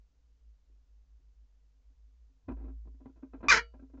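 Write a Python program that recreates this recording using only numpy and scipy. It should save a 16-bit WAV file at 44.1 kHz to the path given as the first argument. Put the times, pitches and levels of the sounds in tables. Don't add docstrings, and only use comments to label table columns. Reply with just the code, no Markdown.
import sys
import numpy as np
from scipy import signal
from scipy.fft import rfft, irfft, next_fast_len
from scipy.io import wavfile

SR = 44100
rng = np.random.default_rng(int(sys.argv[2]) if len(sys.argv) > 2 else 0)


def wav_record(signal):
    frames = np.transpose(np.atleast_2d(signal))
    bounded = np.clip(frames, -1, 1)
    quanta = np.round(bounded * 32767).astype(np.int16)
    wavfile.write(sys.argv[1], SR, quanta)


N = 176400


def call():
    # time in seconds, pitch in Hz, voice level in dB, roughness 0-1, rasp level in dB.
    contour = [(3.484, 587.8, -19.5, 0.1, -32.5), (3.492, 590.9, -22, .06, -37.5),
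               (3.497, 632, -23.5, 0.1, -29.5), (3.503, 601.8, -20.5, 0.2, -28.5),
               (3.512, 556.7, -22.5, 0.3, -33), (3.524, 500, -22, 0.4, -29), (3.542, 441, -25, 0.5, -36.5),
               (3.555, 434.4, -31.5, .4, -39), (3.576, 445.2, -28, 0.7, -38.5),
               (3.589, 468.6, -34.5, 0.4, -53), (3.6, 468.7, -37, .3, -52)]
    # frequency in Hz, gain in dB.
    throat_open = [(300, -34), (650, -35), (900, -21), (1180, 0.5), (1750, 3), (2400, 1), (2800, -27.5),
                   (3500, -20), (4800, -23.5), (8000, -48.5)]
    throat_shut = [(250, -18.5), (450, -4), (650, -29), (800, -10.5), (1020, -5.5), (1450, 5), (1800, 0.5),
                   (2250, 2), (2700, -24), (3200, -7), (3550, -29.5), (5000, -20.5), (8000, -42.5)]
    rasp_shape = [(1500, -24.5), (3000, -8), (3650, -15.5), (4050, -2), (4400, -7), (4750, -3), (5900, -2),
                  (6900, -7), (7500, -18.5), (8200, -38), (9000, -52)]
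    attack_s, release_s, break_after_s, break_s = .0011, .004, .023, .0038
    jitter, shimmer, puff_cycles = .05, .9, .3
    times, *tracks = np.transpose(contour)
    t = np.arange(0, times[-1] - times[0], 1 / SR)
    pitch, voice_db, rough, rasp_db = (np.interp(t + times[0], times, track) for track in tracks)
    cycles = np.cumsum(pitch * (1 + jitter * rough * waver(t, hz=349))) / SR
    k = np.arange(1, 19)[:, None]
    flutter = (1 + shimmer * rough * waver(t, hz=216)) / np.sqrt(1 + (shimmer * rough) ** 2)
    harmonics = np.sin(2 * np.pi * k * cycles) * flutter
    shut = np.clip((t - break_after_s) / break_s + .5, 0, 1)
    source_db = -22 * (k % 2) * (1 - shut) + 6 * (k == 3) * np.exp(-((t - .029) / .019) ** 2)
    throat_db = (1 - shut) * read(throat_open, k * pitch) + shut * read(throat_shut, k * pitch)
    airflow = .43 + np.exp(-(cycles % 1) / puff_cycles)
    puffs = airflow * noise(t)
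    air = (1 - shut) * unit(colour(puffs, throat_open)) + shut * unit(colour(puffs, throat_shut))
    voice = np.sqrt(1 - rough ** 2) * stack(harmonics, source_db + throat_db) + rough * air
    voiced = np.clip(.66 - rough / 2, 0, 1)
    rasp = voiced * stack(harmonics, source_db + read(rasp_shape, k * pitch))
    rasp += np.sqrt(1 - voiced ** 2) * unit(colour(airflow * noise(t), rasp_shape))
    envelope = np.minimum(t / attack_s, 1) * np.minimum((t[-1] - t) / release_s, 1)
    out = np.zeros(N)
    add(out, times[0], (amp(voice_db) * voice + amp(rasp_db) * rasp) * envelope)
    return out


def box_ring(x, gain_db):
    # frequency in Hz, relative gain in dB, time to fall 60 dB in seconds.
    air_modes = [(469, -1, 0.2), (646, 8.5, 0.39), (1153, -8, .08), (1356, -1.5, 0.16), (1522, -3.5, 0.1),
                 (1680, -8.5, 0.099), (1885, -4.5, 0.063), (2035, 2.5, 0.076), (2930, 7, .22),
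                 (3840, 6.5, 0.16), (4200, -2.5, .11), (4596, -1, 0.25), (5330, -5, 0.07)]
    out = np.zeros(N)
    for hz, db, t60 in air_modes:
        decay = np.exp(-np.log(1000) / (t60 * SR))
        pole = decay * np.exp(2j * np.pi * hz / SR)
        out += 2 * amp(db) * signal.lfilter([1 - decay], [1, -pole], x + 1e-18).real
    return amp(gain_db) * out


def with_reflections(x, scatter_db):
    # frequency in Hz, time to fall 60 dB in seconds.
    decay_times = [(200, 0.18), (1000, 0.097), (2500, 0.12), (5000, 0.092), (8000, 0.079)]
    early_db, early_fade_s = -9, .0031
    hz, t, spectra = signal.stft(rng.standard_normal(SR // 2), SR, nperseg=256)
    tail = signal.istft(spectra * amp(-60 * t / read(decay_times, hz)[:, None]), SR, nperseg=256)[1]
    t = np.arange(len(tail)) / SR
    early = noise(t) * np.exp(-t / early_fade_s)
    walls = amp(scatter_db) * tail / np.linalg.norm(tail) + amp(early_db) * early / np.linalg.norm(early)
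    return x + signal.fftconvolve(x, np.r_[np.zeros(SR // 1000), walls])[:N]


def feet():
    # start and length in seconds, relative knock and crunch levels in dB.
    steps = [(0.695, 0.012, -78.5, -87), (.755, 0.016, -88, -92), (1.189, .07, -91, -94),
             (1.891, .04, -81.5, -100), (2.272, 0.11, -83.5, -100), (2.481, 0.044, -41, -50.5),
             (2.518, 0.0074, -38.5, -64), (2.565, 0.13, -55.5, -71), (2.637, 0.061, -54.5, -68.5),
             (2.678, .04, -52.5, -67), (2.851, 0.014, -60, -81), (2.87, 0.022, -53.5, -91),
             (2.94, 0.019, -66, -83), (3, 0.045, -57.5, -77), (3.055, 0.015, -47.5, -58),
             (3.095, 0.02, -58.5, -78), (3.156, 0.05, -68.5, -75), (3.225, 0.023, -45.5, -61),
             (3.332, 0.027, -47, -57.5), (3.378, 0.01, -58.5, -73), (3.405, 0.012, -47.5, -64),
             (3.427, 0.064, -46, -49.5), (3.738, 0.022, -54.5, -64), (3.792, .014, -58, -66),
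             (3.821, 0.033, -52, -75.5), (3.896, 0.015, -68, -73.5), (3.933, 0.036, -50.5, -72.5),
             (3.971, 0.029, -55, -67)]
    # frequency in Hz, relative level in dB, time to fall 60 dB in seconds.
    floor_modes = [(235, -17.5, 0.028), (265.7, 2, 0.17), (272, -3, .09), (317.3, -11, 0.086),
                   (359.3, -9, .1), (427.8, -10.5, 0.18), (452, -6.5, .15), (613, -8.5, 0.12),
                   (767, -8, 0.086), (983, -6.5, 0.07), (1000, -7, .12)]
    # frequency in Hz, gain in dB.
    twigs = [(60, -13.5), (150, 0), (330, 8.5), (700, 2), (900, -3), (1020, 10), (1180, -12.5),
             (1350, -0.5), (1580, -6), (1950, -17.5), (2500, -16.5), (3200, -32.5), (4100, -32.5),
             (4700, -52.5), (9000, -80)]
    radiation = [(40, -10), (90, 14.5), (160, -11.5), (240, 1.5), (1000, -16.5), (1600, -23.5), (3000, -28),
                 (8000, -35)]
    rise_s, snaps_per_s = .0059, 2500
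    t, knocks, crunches = np.arange(SR // 4) / SR, np.zeros(N), np.zeros(N)
    board = sum(amp(db - 60 * t / t60) * np.cos(2 * np.pi * hz * t) for hz, db, t60 in floor_modes)
    for start, length, knock_db, crunch_db in steps:
        press = np.minimum(t / rise_s, 1) * np.exp(-2.1 * (t / length) ** 2)
        snaps = press * noise(t) * (.2 + (rng.random(len(t)) < snaps_per_s / SR))
        knock = signal.fftconvolve(snaps, board)[:len(t)]
        knock *= np.sqrt((length + .0057) * SR) / np.linalg.norm(knock)
        crunch = snaps * np.sqrt(length * SR) / np.linalg.norm(colour(snaps, twigs))
        add(knocks, start, amp(knock_db) * knock)
        add(crunches, start, amp(crunch_db) * crunch)
    return colour(knocks, radiation) + with_reflections(colour(crunches, twigs), scatter_db=-2)


def thump():
    # frequency in Hz, relative level in dB.
    spectrum = [(10, 6), (25, 0), (50, -4), (90, -4.5), (130, -8), (200, -27.5), (500, -44.5), (2000, -95)]
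    start_s, length_s, level_db = 3.478, .06, -46
    t, out = np.arange(0, length_s, 1 / SR), np.zeros(N)
    rumble = colour(rng.standard_normal(SR), spectrum)[:len(t)]
    add(out, start_s, amp(level_db) * unit(rumble * np.sin(np.pi * t / length_s)))
    return out


def sway():
    # start in seconds, level in dB, length of the push in seconds.
    shoves = [(2.476, -40.5, .05), (2.58, -49, .08), (3.35, -53, .04), (3.465, -49.5, .025)]
    mode_hz, t60, idle_db, idle_width_hz, idle_top_hz = 55, 1.9, -62, 4.2, 72
    settle_s, settle_length_s, settle_db = 3.027, .19, -21.5
    t, swing = np.arange(N) / SR, np.zeros(N)
    settled = np.clip((t - settle_s) / settle_length_s + .5, 0, 1)
    for start, db, push in shoves:
        damping_db = settle_db * settled * (start < settle_s)
        decay_db = -60 * np.maximum(t - start - push, 0) / t60
        swing += amp(db + damping_db + decay_db) * np.clip((t - start) / push, 0, 1)
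    hz = np.fft.rfftfreq(N, 1 / SR)
    resonance = np.exp(-(hz / idle_top_hz) ** 6) / (1 + ((hz - mode_hz) / idle_width_hz) ** 2)
    tremble = unit(irfft(rfft(rng.standard_normal(N)) * resonance, N))
    return np.sqrt(2) * swing * np.sin(2 * np.pi * mode_hz * t) + amp(idle_db) * tremble


def mains_hum():
    # frequency in Hz, level in dB.
    partials = [(50, -65.5), (150, -92.5)]
    return sum(np.sqrt(2) * amp(db) * np.sin(2 * np.pi * hz * np.arange(N) / SR) for hz, db in partials)


def hiss(level_db):
    # frequency in Hz, relative spectral density in dB.
    spectrum = [(10, 5), (30, 0.5), (70, -10), (100, -10), (125, -23.5), (150, -11), (180, -23),
                (230, -24.5), (265, -11), (310, -24.5), (400, -24), (465, -19.5), (560, -25.5),
                (1000, -28.5), (2000, -32.5), (4000, -33.5), (6500, -33), (7600, -39.5), (9000, -63.5)]
    return amp(level_db) * unit(colour(rng.standard_normal(N), spectrum))


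def amp(db):
    return 10 ** (np.asarray(db) / 20)


def unit(x):
    return x / np.sqrt(np.mean(x ** 2) + 1e-20)


def read(points, hz):
    f, value = np.transpose(points)
    return np.interp(np.log(hz + 1), np.log(f + 1), value)


def add(mix, s, sound):
    part = mix[round(s * SR):][:len(sound)]
    part += sound[:len(part)]


def colour(x, points):
    size = next_fast_len(2 * len(x))
    return irfft(rfft(x, size) * amp(read(points, np.fft.rfftfreq(size, 1 / SR))), size)[:len(x)]


def noise(t):
    return rng.standard_normal(SR)[:len(t)]


def stack(waves, db):
    return (amp(db) * waves).sum(0) / np.sqrt((amp(db) ** 2).sum(0) / 2)


def waver(t, hz):
    return unit(signal.sosfilt(signal.butter(2, hz, fs=SR, output="sos"), noise(t)))


def scene():
    background = hiss(level_db=-74) + mains_hum()
    tchak = call()
    call_in_box = with_reflections(tchak, scatter_db=-5) + box_ring(tchak, gain_db=5.5)
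    return (call_in_box + feet() + sway() + thump() + background)[None]


def record(dry):
    edge_hz = 9000
    return signal.oaconvolve(dry, signal.firwin(511, edge_hz, window=("kaiser", 9), fs=SR)[None], "same")


dry = scene()
out = record(dry)
wav_record(out)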